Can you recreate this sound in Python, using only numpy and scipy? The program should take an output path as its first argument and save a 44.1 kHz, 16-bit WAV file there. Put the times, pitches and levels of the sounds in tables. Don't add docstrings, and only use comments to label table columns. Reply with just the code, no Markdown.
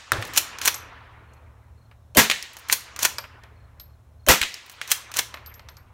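import sys
import numpy as np
from scipy import signal
from scipy.fft import rfft, irfft, next_fast_len
from scipy.io import wavfile
from scipy.ndimage import uniform_filter1d, map_coordinates

SR = 44100
rng = np.random.default_rng(int(sys.argv[2]) if len(sys.argv) > 2 else 0)


def pcm_store(signal):
    levels = np.round(np.clip(np.atleast_2d(signal), -1, 1) * 32767)
    wavfile.write(sys.argv[1], SR, levels.astype(np.int16).T)


N = 261513


def amp(db):
    return 10 ** (np.asarray(db) / 20)


def unit_rms(x):
    return x / np.sqrt(np.mean(x ** 2) + 1e-20)


def clock(seconds):
    return np.arange(int(seconds * SR)) / SR


def decay(t, t60):
    return amp(-60 * t / t60)


def curve_at(points, hz):
    freqs, values = np.transpose(points)
    return np.interp(np.log(hz + 1), np.log(freqs), values)


def add(track, s, x):
    start = round(s * SR)
    x = x[max(-start, 0):max(N - start, 0)]
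    track[max(start, 0):][:len(x)] += x


def wobble(rate):
    knots = rng.standard_normal(int(N * rate / SR) + 4)
    return map_coordinates(knots, [np.arange(N) * rate / SR])


def band(centre_hz, slope_db):
    return [(centre_hz * 2.0 ** k, -slope_db * abs(k)) for k in range(-5, 4)]


def noise(t, spectrum, resonances=(), tilt_db=0):
    size = next_fast_len(len(t))
    hz = np.fft.rfftfreq(size, 1 / SR)
    db = curve_at(spectrum, hz) + tilt_db * np.log2(np.maximum(hz, 1000) / 1000)
    db += sum(lift / (1 + (2 * (hz - centre) / width) ** 2) for centre, width, lift in resonances)
    white = rfft(rng.standard_normal(size))
    return unit_rms(irfft(white * amp(db), size)[:len(t)])


def fade(x, t60_curve, hold_s=0):
    hz, t, bins = signal.stft(x, SR, nperseg=256)
    gain = decay(np.maximum(t - hold_s, 0), curve_at(t60_curve, hz)[:, None])
    return signal.istft(bins * gain, SR, nperseg=256)[1][:len(x)]


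# (frequency [Hz], relative level [dB])
AIR_SPECTRUM = [(12, -54), (20, -29.5), (74, -4), (123, -16), (142, -22.5), (293, -32.5), (347, -34),
                (660, -30), (2600, -49.5), (4180, -48), (4670, -55.5), (5230, -50.5), (16000, -56)]
# (frequency [Hz], level [dB])
ENGINE_PARTIALS = [(75, -59.5), (113, -59.5), (148, -74), (247, -77)]

def air_and_engine():
    t, hum = np.arange(N) / SR, np.zeros(N)
    for hz, db in ENGINE_PARTIALS:
        level = amp(db + 0.7 * wobble(2.3)) * np.sqrt(2)
        hum += level * np.sin(2 * np.pi * hz * t + 1.1 * wobble(13))
    return hum + amp(-56) * noise(t, AIR_SPECTRUM)


TWITTER_TIMES = [1.285, 1.771, 3.56, 3.85, 4.192, 5.70]

def bird(level_db=-71.5, spacing_s=0.0376):
    out, progress = np.zeros(N), np.linspace(0, 1, int(0.027 * SR))
    pitch_hz = 4300 - 1100 * (progress - 0.4) ** 2
    note = np.sin(np.pi * progress) * np.sin(2 * np.pi * np.cumsum(pitch_hz) / SR)
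    for s in TWITTER_TIMES:
        for k in range(3):
            add(out, s + k * spacing_s, amp(level_db) * note)
    return out


# (time [s], level [dB], pitch [Hz])
THUDS = [(.122, -26.5, 116), (0.184, -23, 106), (2.297, -39.5, 58.55), (4.413, -22, 58.6)]

def thuds():
    out, t = np.zeros(N), clock(0.13)
    for s, db, hz in THUDS:
        add(out, s, amp(db) * 2 * np.sin(2 * np.pi * hz * t) * decay(t, 0.071))
    return out


def patchy(x, depth_db):
    bins = signal.stft(x, nperseg=512)[2]
    patches = uniform_filter1d(rng.standard_normal(bins.shape), size=9, axis=0)
    patches = uniform_filter1d(patches, size=5, axis=1)
    return signal.istft(bins * amp(depth_db * unit_rms(patches)), nperseg=512)[1][:len(x)]


# (frequency [Hz], relative level [dB])
TREE_SPECTRUM = [(40, -25), (250, -10), (500, -5), (740, -5.5), (1000, 1), (2500, -1), (4500, -9),
                 (7000, -13.5), (10000, -26.5), (16000, -52)]
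# (frequency [Hz], T60 [s])
TREE_T60 = [(100, 4), (1000, 2.94), (3000, 1.79), (7000, 1), (14000, .4)]

def tree_roll(peak_s, swell_db):
    t = clock(2.5)
    swell = amp(-swell_db * np.maximum(1 - t / peak_s, 0)) * np.minimum(t / 0.1, 1)
    scatter = unit_rms(patchy(noise(t, TREE_SPECTRUM), depth_db=2.6))
    return fade(scatter, TREE_T60, hold_s=peak_s) * swell


def slap(centre_hz, t60=0.0028, grit=0.55, grit_t60=0.02):
    def front(age):
        return np.sin(2 * np.pi * centre_hz * age) * decay(age, t60) * np.minimum(age * centre_hz, 1)

    t = clock(0.073)
    rebound = 0.34 * front(np.maximum(t - 0.0017, 0))
    rattle = grit * noise(t, band(centre_hz, slope_db=9)) * decay(t, grit_t60)
    return 2.4 * (front(t) + rebound) + rattle


# (frequency [Hz], relative level [dB])
STEEL_SPECTRUM = [(40, -22.5), (180, -18), (600, -10.5), (950, -4.5), (1600, -5), (3000, 1), (5000, -4.5),
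                  (6800, 0.5), (7900, -2), (10400, -2), (13000, -1), (16000, -6)]
# (centre [Hz], width [Hz], lift [dB])
RECEIVER_RESONANCES = [(1030, 78, 8.5), (1510, 97, 6.5), (1680, 340, 6), (2540, 150, 4), (3300, 770, 1.5),
                       (4160, 180, 7.5), (5808, 1600, 7), (6160, 500, 1.5), (7050, 100, 5.5),
                       (9000, 210, 2), (12400, 210, -0.5)]

def clack(t60, tilt_db):
    t = clock(0.17)
    attack = 1 + 0.9 * decay(t, 0.004)
    return noise(t, STEEL_SPECTRUM, RECEIVER_RESONANCES, tilt_db) * decay(t, t60) * attack


# (time [s], level [dB], centre [Hz])
NEIGHBOUR_CRACKS = [(.1191, 5, 1400), (0.123, -11, 1650), (0.1337, -14.5, 3600)]
# (frequency [Hz], relative level [dB])
BOOM_SPECTRUM = [(25, -18.5), (100, 4), (200, -14), (330, -5), (550, -6.5), (1600, -4), (3000, -14),
                 (7000, -23.5), (16000, -37.5)]

def neighbour_gun():
    out, t = np.zeros(N), clock(0.31)
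    for s, db, hz in NEIGHBOUR_CRACKS:
        add(out, s, amp(db) * slap(hz, t60=0.0049, grit=0.28, grit_t60=0.025))
    fired = NEIGHBOUR_CRACKS[0][0]
    add(out, fired, amp(-9.5) * clack(t60=0.015, tilt_db=1))
    boom = fade(noise(t, BOOM_SPECTRUM), [(100, 0.86), (1500, 0.4), (10000, 0.47)], hold_s=0.02)
    add(out, fired, amp(-21) * boom)
    add(out, fired, amp(-38) * tree_roll(peak_s=0.29, swell_db=2))
    return out


# (frequency [Hz], T60 [s])
REVERB_T60 = [(200, 0.27), (1500, 0.2), (6000, 0.33), (15000, 0.18)]

def shelter_reverb(x, paths=5):
    out, t = np.zeros(N), clock(0.5)
    colour = [(100, 0.5), (3000, 0), (7000, -4.5), (16000, 2)]
    shares = np.array([wobble(180) for _ in range(paths)])
    for share in shares / np.linalg.norm(shares, axis=0):
        tail = fade(noise(t, colour), REVERB_T60) * np.minimum(t / 0.018, 1)
        out += signal.fftconvolve(x * share, tail / np.linalg.norm(tail))[:N]
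    return out


# (frequency [Hz], relative level [dB])
BOARD_SPECTRUM = [(80, -26), (300, -18), (550, -2.5), (800, -1.5), (1300, 1.5), (2500, -2), (6000, -28)]
# (time [s], level [dB], tick centre [Hz], angle [0 flat to 1 mouth first])
SPENT_CASES = [(12510, [(.7428, -27, 6330, 0.51), (1.335, -60, 7200, .45), (1.9132, -53.5, 2200, 0)]),
               (12780, [(3.1838, -27, 5200, 0.33), (3.241, -41, 2200, 0), (3.4362, -48, 4700, 0),
               (3.7985, -44, 4270, 0.83)]), (12780, [(5.3409, -31.5, 3660, .15), (5.372, -43.5, 2770, 0),
               (5.4611, -48, 4700, 1), (5.5404, -50, 5400, .85), (5.5943, -45.5, 3980, 0.17),
               (5.6871, -40, 4573, 0.35), (5.7684, -47.5, 4870, 0.53)])]

def casings(beat_hz=43.7):
    ticks_and_knocks, rings, t = np.zeros(N), np.zeros(N), clock(1)
    for ring_hz, landings in SPENT_CASES:
        for s, db, tick_hz, angle in landings:
            knock_db = np.interp(angle, [0, 1], [0.5, -17])
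            ring_db = np.interp(angle, [0, 1], [-31, 3])
            tick_t60 = np.interp(angle, [0, 1], [0.014, 0.055])
            tick = noise(t, band(tick_hz, slope_db=16.5)) * decay(t, tick_t60)
            knock = amp(knock_db) * noise(t, BOARD_SPECTRUM) * decay(t, 0.073)
            add(ticks_and_knocks, s, amp(db) * (tick + knock))
            lower_mode = np.sin(2 * np.pi * ring_hz * t)
            upper_mode = 1.6 * np.sin(2 * np.pi * ((ring_hz + beat_hz) * t + rng.random()))
            add(rings, s, amp(db + ring_db) * (lower_mode + upper_mode) * decay(t, 0.18))
    return ticks_and_knocks, rings


def bolt_scrape(seconds, swell_db=14.5):
    t = clock(seconds)
    slips = amp(1.3 * unit_rms(uniform_filter1d(rng.standard_normal(len(t)), size=50)))
    friction = unit_rms(slips * noise(t, STEEL_SPECTRUM, RECEIVER_RESONANCES, tilt_db=-3))
    return amp(-swell_db * (1 - t / t[-1])) * friction


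LIGHT_CONTACT_GROWTH = 2.6

def lever_stroke(contacts, stop, force_db, travel_s):
    out = np.zeros(N)
    add(out, stop - travel_s, amp(force_db - 24.5) * bolt_scrape(travel_s))
    for offset, db, t60, tilt_db in contacts:
        growth = LIGHT_CONTACT_GROWTH if offset < -0.003 else 1
        add(out, stop + offset, amp(db + growth * force_db) * clack(t60, tilt_db))
    return out


# (grip [s], open stop [s], opening force [dB], shut stop [s], closing force [dB],
# bolt's forward travel [s])
LEVER_CYCLES = [(0.2507, 0.3751, .5, .6765, -0.3, .0612), (2.568, 2.7257, -0.5, 3.05, -0.5, 0.059),
                (4.697, 4.9159, -0.5, 5.1891, -1.5, 0.049)]
GRIP_TICKS = [-.035, .019, .026]
# (time from the stop [s], level [dB], T60 [s], tilt [dB/octave])
OPENING_CONTACTS = [(-.0395, -29.5, .035, 0.5), (-.012, -20.5, .03, 0), (-.0058, -16, .02, 1),
                    (0, -4, .04, 1.3), (.0032, -11, 0.047, -0.9), (.0075, -16, .042, 0.4)]
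# (time from the stop [s], level [dB], T60 [s], tilt [dB/octave])
CLOSING_CONTACTS = [(-.0245, -22, 0.024, -1), (-.0197, -13, 0.028, 3.5), (-.0142, -21, .025, 3),
                    (-.005, -23, .03, -1.5), (0, -10.5, 0.042, -1.15), (.0035, -15, .05, -2.5)]

def lever():
    out, t = np.zeros(N), clock(0.1)
    for grip, opened, open_db, shut, shut_db, travel_s in LEVER_CYCLES:
        add(out, grip, amp(-29) * clack(t60=0.036, tilt_db=-1))
        for offset in GRIP_TICKS:
            add(out, grip + offset, amp(-36.5) * noise(t, band(12680, slope_db=3)) * decay(t, 0.036))
        out += lever_stroke(OPENING_CONTACTS, opened, open_db, travel_s=0.039)
        feed_db = LIGHT_CONTACT_GROWTH * shut_db
        add(out, shut - 1.48 * travel_s, amp(feed_db - 30) * clack(t60=0.036, tilt_db=-2.5))
        add(out, shut - travel_s, amp(feed_db - 23.5) * clack(t60=0.041, tilt_db=-2.5))
        out += lever_stroke(CLOSING_CONTACTS, shut, shut_db, travel_s)
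    low_cut = signal.butter(2, 170, "highpass", fs=SR, output="sos")
    return signal.sosfilt(low_cut, out)


def action_thump(t):
    colour = [(60, -15.5), (250, -0.5), (650, -5), (1100, -13.5), (3200, -20.5), (5000, -24.5)]
    ring = 0.56 * np.sin(2 * np.pi * 600 * t) + 0.28 * np.sin(2 * np.pi * 3100 * t)
    return (0.26 * noise(t, colour) + ring) * np.linspace(0.15, 1, len(t))


# (frequency [Hz], relative level [dB], T60 [s])
ROOF_MODES = [(219.4, -16.5, 0.26), (278, -11.5, 0.084), (397, -17, .19), (509, -18, 0.16)]

def hollow_ring(t):
    modes = sum(amp(db) * np.sin(2 * np.pi * (hz * t + rng.random())) * decay(t, t60)
                for hz, db, t60 in ROOF_MODES)
    return 2 * modes * np.minimum(t / 0.0058, 1)


# (frequency [Hz], relative level [dB])
BLAST_SPECTRUM = [(15, -24.5), (35, -7.5), (130, -2), (240, -4.5), (330, -7.5), (600, -5), (1400, -4.5),
                  (2500, -4), (5000, -9.5), (6400, -6.5), (9500, -14.5), (14000, -9.5), (16000, -19)]
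# (centre [Hz], width [Hz], lift [dB])
TIMBER_RESONANCES = [(250, 23, -0.5), (500, 40, 3), (697.6, 20, 6), (960, 68, 4.5), (1370, 62, 5),
                     (1670, 70, 7.5), (1910, 39, 6), (2120, 23, 3), (2480, 55, 3.5)]
# (frequency [Hz], T60 [s])
BLAST_T60 = [(50, 0.073), (250, 0.19), (1000, 0.2), (2500, .22), (7000, 0.22), (15000, .17)]
# (frequency [Hz], relative level [dB])
GRASS_SPECTRUM = [(30, -22.5), (300, -8.5), (1000, -4.5), (2800, 4), (5000, -1), (6800, -6), (10000, -12.5),
                  (16000, -20)]
# (frequency [Hz], T60 [s])
GRASS_T60 = [(100, .5), (1000, 0.47), (3000, 0.64), (7000, 0.73), (15000, 0.26)]

def muzzle_blast(t, push_db, hollow_db):
    body = fade(noise(t, BLAST_SPECTRUM, TIMBER_RESONANCES), BLAST_T60, hold_s=0.024)
    body *= 1 - 0.34 * decay(t, 0.081)
    crack = amp(-1.5) * noise(t, [(500, -9), (4000, -12), (12000, 0), (16000, -1)]) * decay(t, 0.042)
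    grass = amp(-16.5) * fade(noise(t, GRASS_SPECTRUM), GRASS_T60)
    push = 2 * np.sin(2 * np.pi * 62 * t) * decay(t, 0.087) * np.minimum(t / 0.011, 1)
    return body + crack + grass + amp(push_db) * push + amp(hollow_db) * hollow_ring(t)


# (delay [s], level [dB], centre [Hz], scatter [dB re the slap])
SLAPBACKS = [(0.1293, 6.5, 2670, -18), (0.1432, 3.5, 2176, -27.5), (0.1491, -0.5, 2600, -25),
             (.2560, -13, 5300, -16.5), (0.5287, -7.5, 1930, -22.5)]
# (frequency [Hz], relative level [dB])
SCATTER_SPECTRUM = [(100, -14), (700, -13.5), (1500, -10.5), (1850, 0), (4000, -4.5), (4900, -14),
                    (6800, -10), (9000, -20), (16000, -27)]
# (time [s], level [dB], action thump [dB],
# low push [dB re the shot], hollow ring [dB re the shot], slapback gain [dB])
RIFLE_SHOTS = [(-.3038, 4.5, -13, -10, 0.5, -4), (2.170, 2.5, -14.5, -9.5, 1.5, -1),
               (4.2858, 4.5, -13.5, -4, -2.5, -0.5)]

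def rifle():
    out, t, lead_in = np.zeros(N), clock(1), clock(0.013)
    for s, db, thump_db, push_db, hollow_db, slaps_db in RIFLE_SHOTS:
        hammer = clack(t60=0.041, tilt_db=-1.5)
        attack = np.minimum(np.arange(len(hammer)) / SR / 0.001, 1) ** 2
        add(out, s - 0.0215, amp(-30) * hammer * attack)
        add(out, s - lead_in[-1], amp(thump_db) * action_thump(lead_in))
        add(out, s, amp(db) * muzzle_blast(t, push_db, hollow_db))
        add(out, s, amp(db - 46.5) * tree_roll(peak_s=0.68, swell_db=0.5))
        for delay, echo_db, hz, scatter_db in SLAPBACKS:
            add(out, s + delay, amp(slaps_db + echo_db) * slap(hz))
            scatter = noise(t, SCATTER_SPECTRUM) * decay(t, 0.31)
            add(out, s + delay, amp(slaps_db + echo_db + scatter_db) * scatter)
    return out


def scene():
    ticks_and_knocks, rings = casings()
    close = lever() + ticks_and_knocks
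    gunfire = rifle() + neighbour_gun() + thuds()
    reverb = amp(-13) * shelter_reverb(close)
    return (gunfire + close + reverb + rings + bird() + air_and_engine())[None]


def gain_control(x, threshold_db=-12, recovery_db_per_s=15, start_cut_db=12, idle_gain_db=3):
    level_db = 10 * np.log10(np.abs(uniform_filter1d(x ** 2, size=353)) + 1e-12)
    excess_db = np.maximum(level_db - threshold_db, 0)
    excess_db[0] = start_cut_db
    creep_db = recovery_db_per_s * np.arange(N) / SR
    cut_db = np.maximum.accumulate(excess_db + creep_db) - creep_db
    return x * amp(idle_gain_db - cut_db)


def record(dry):
    ducked = gain_control(dry[0])
    rounded = ducked / (1 + ducked ** 6) ** (1 / 6)
    size, top_hz = next_fast_len(N + SR // 2), 15900
    high_cut = 1 / (1 + (np.fft.rfftfreq(size, 1 / SR) / top_hz) ** 220)
    return irfft(rfft(rounded, size) * high_cut, size)[None, :N]


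dry = scene()
out = record(dry)
pcm_store(out)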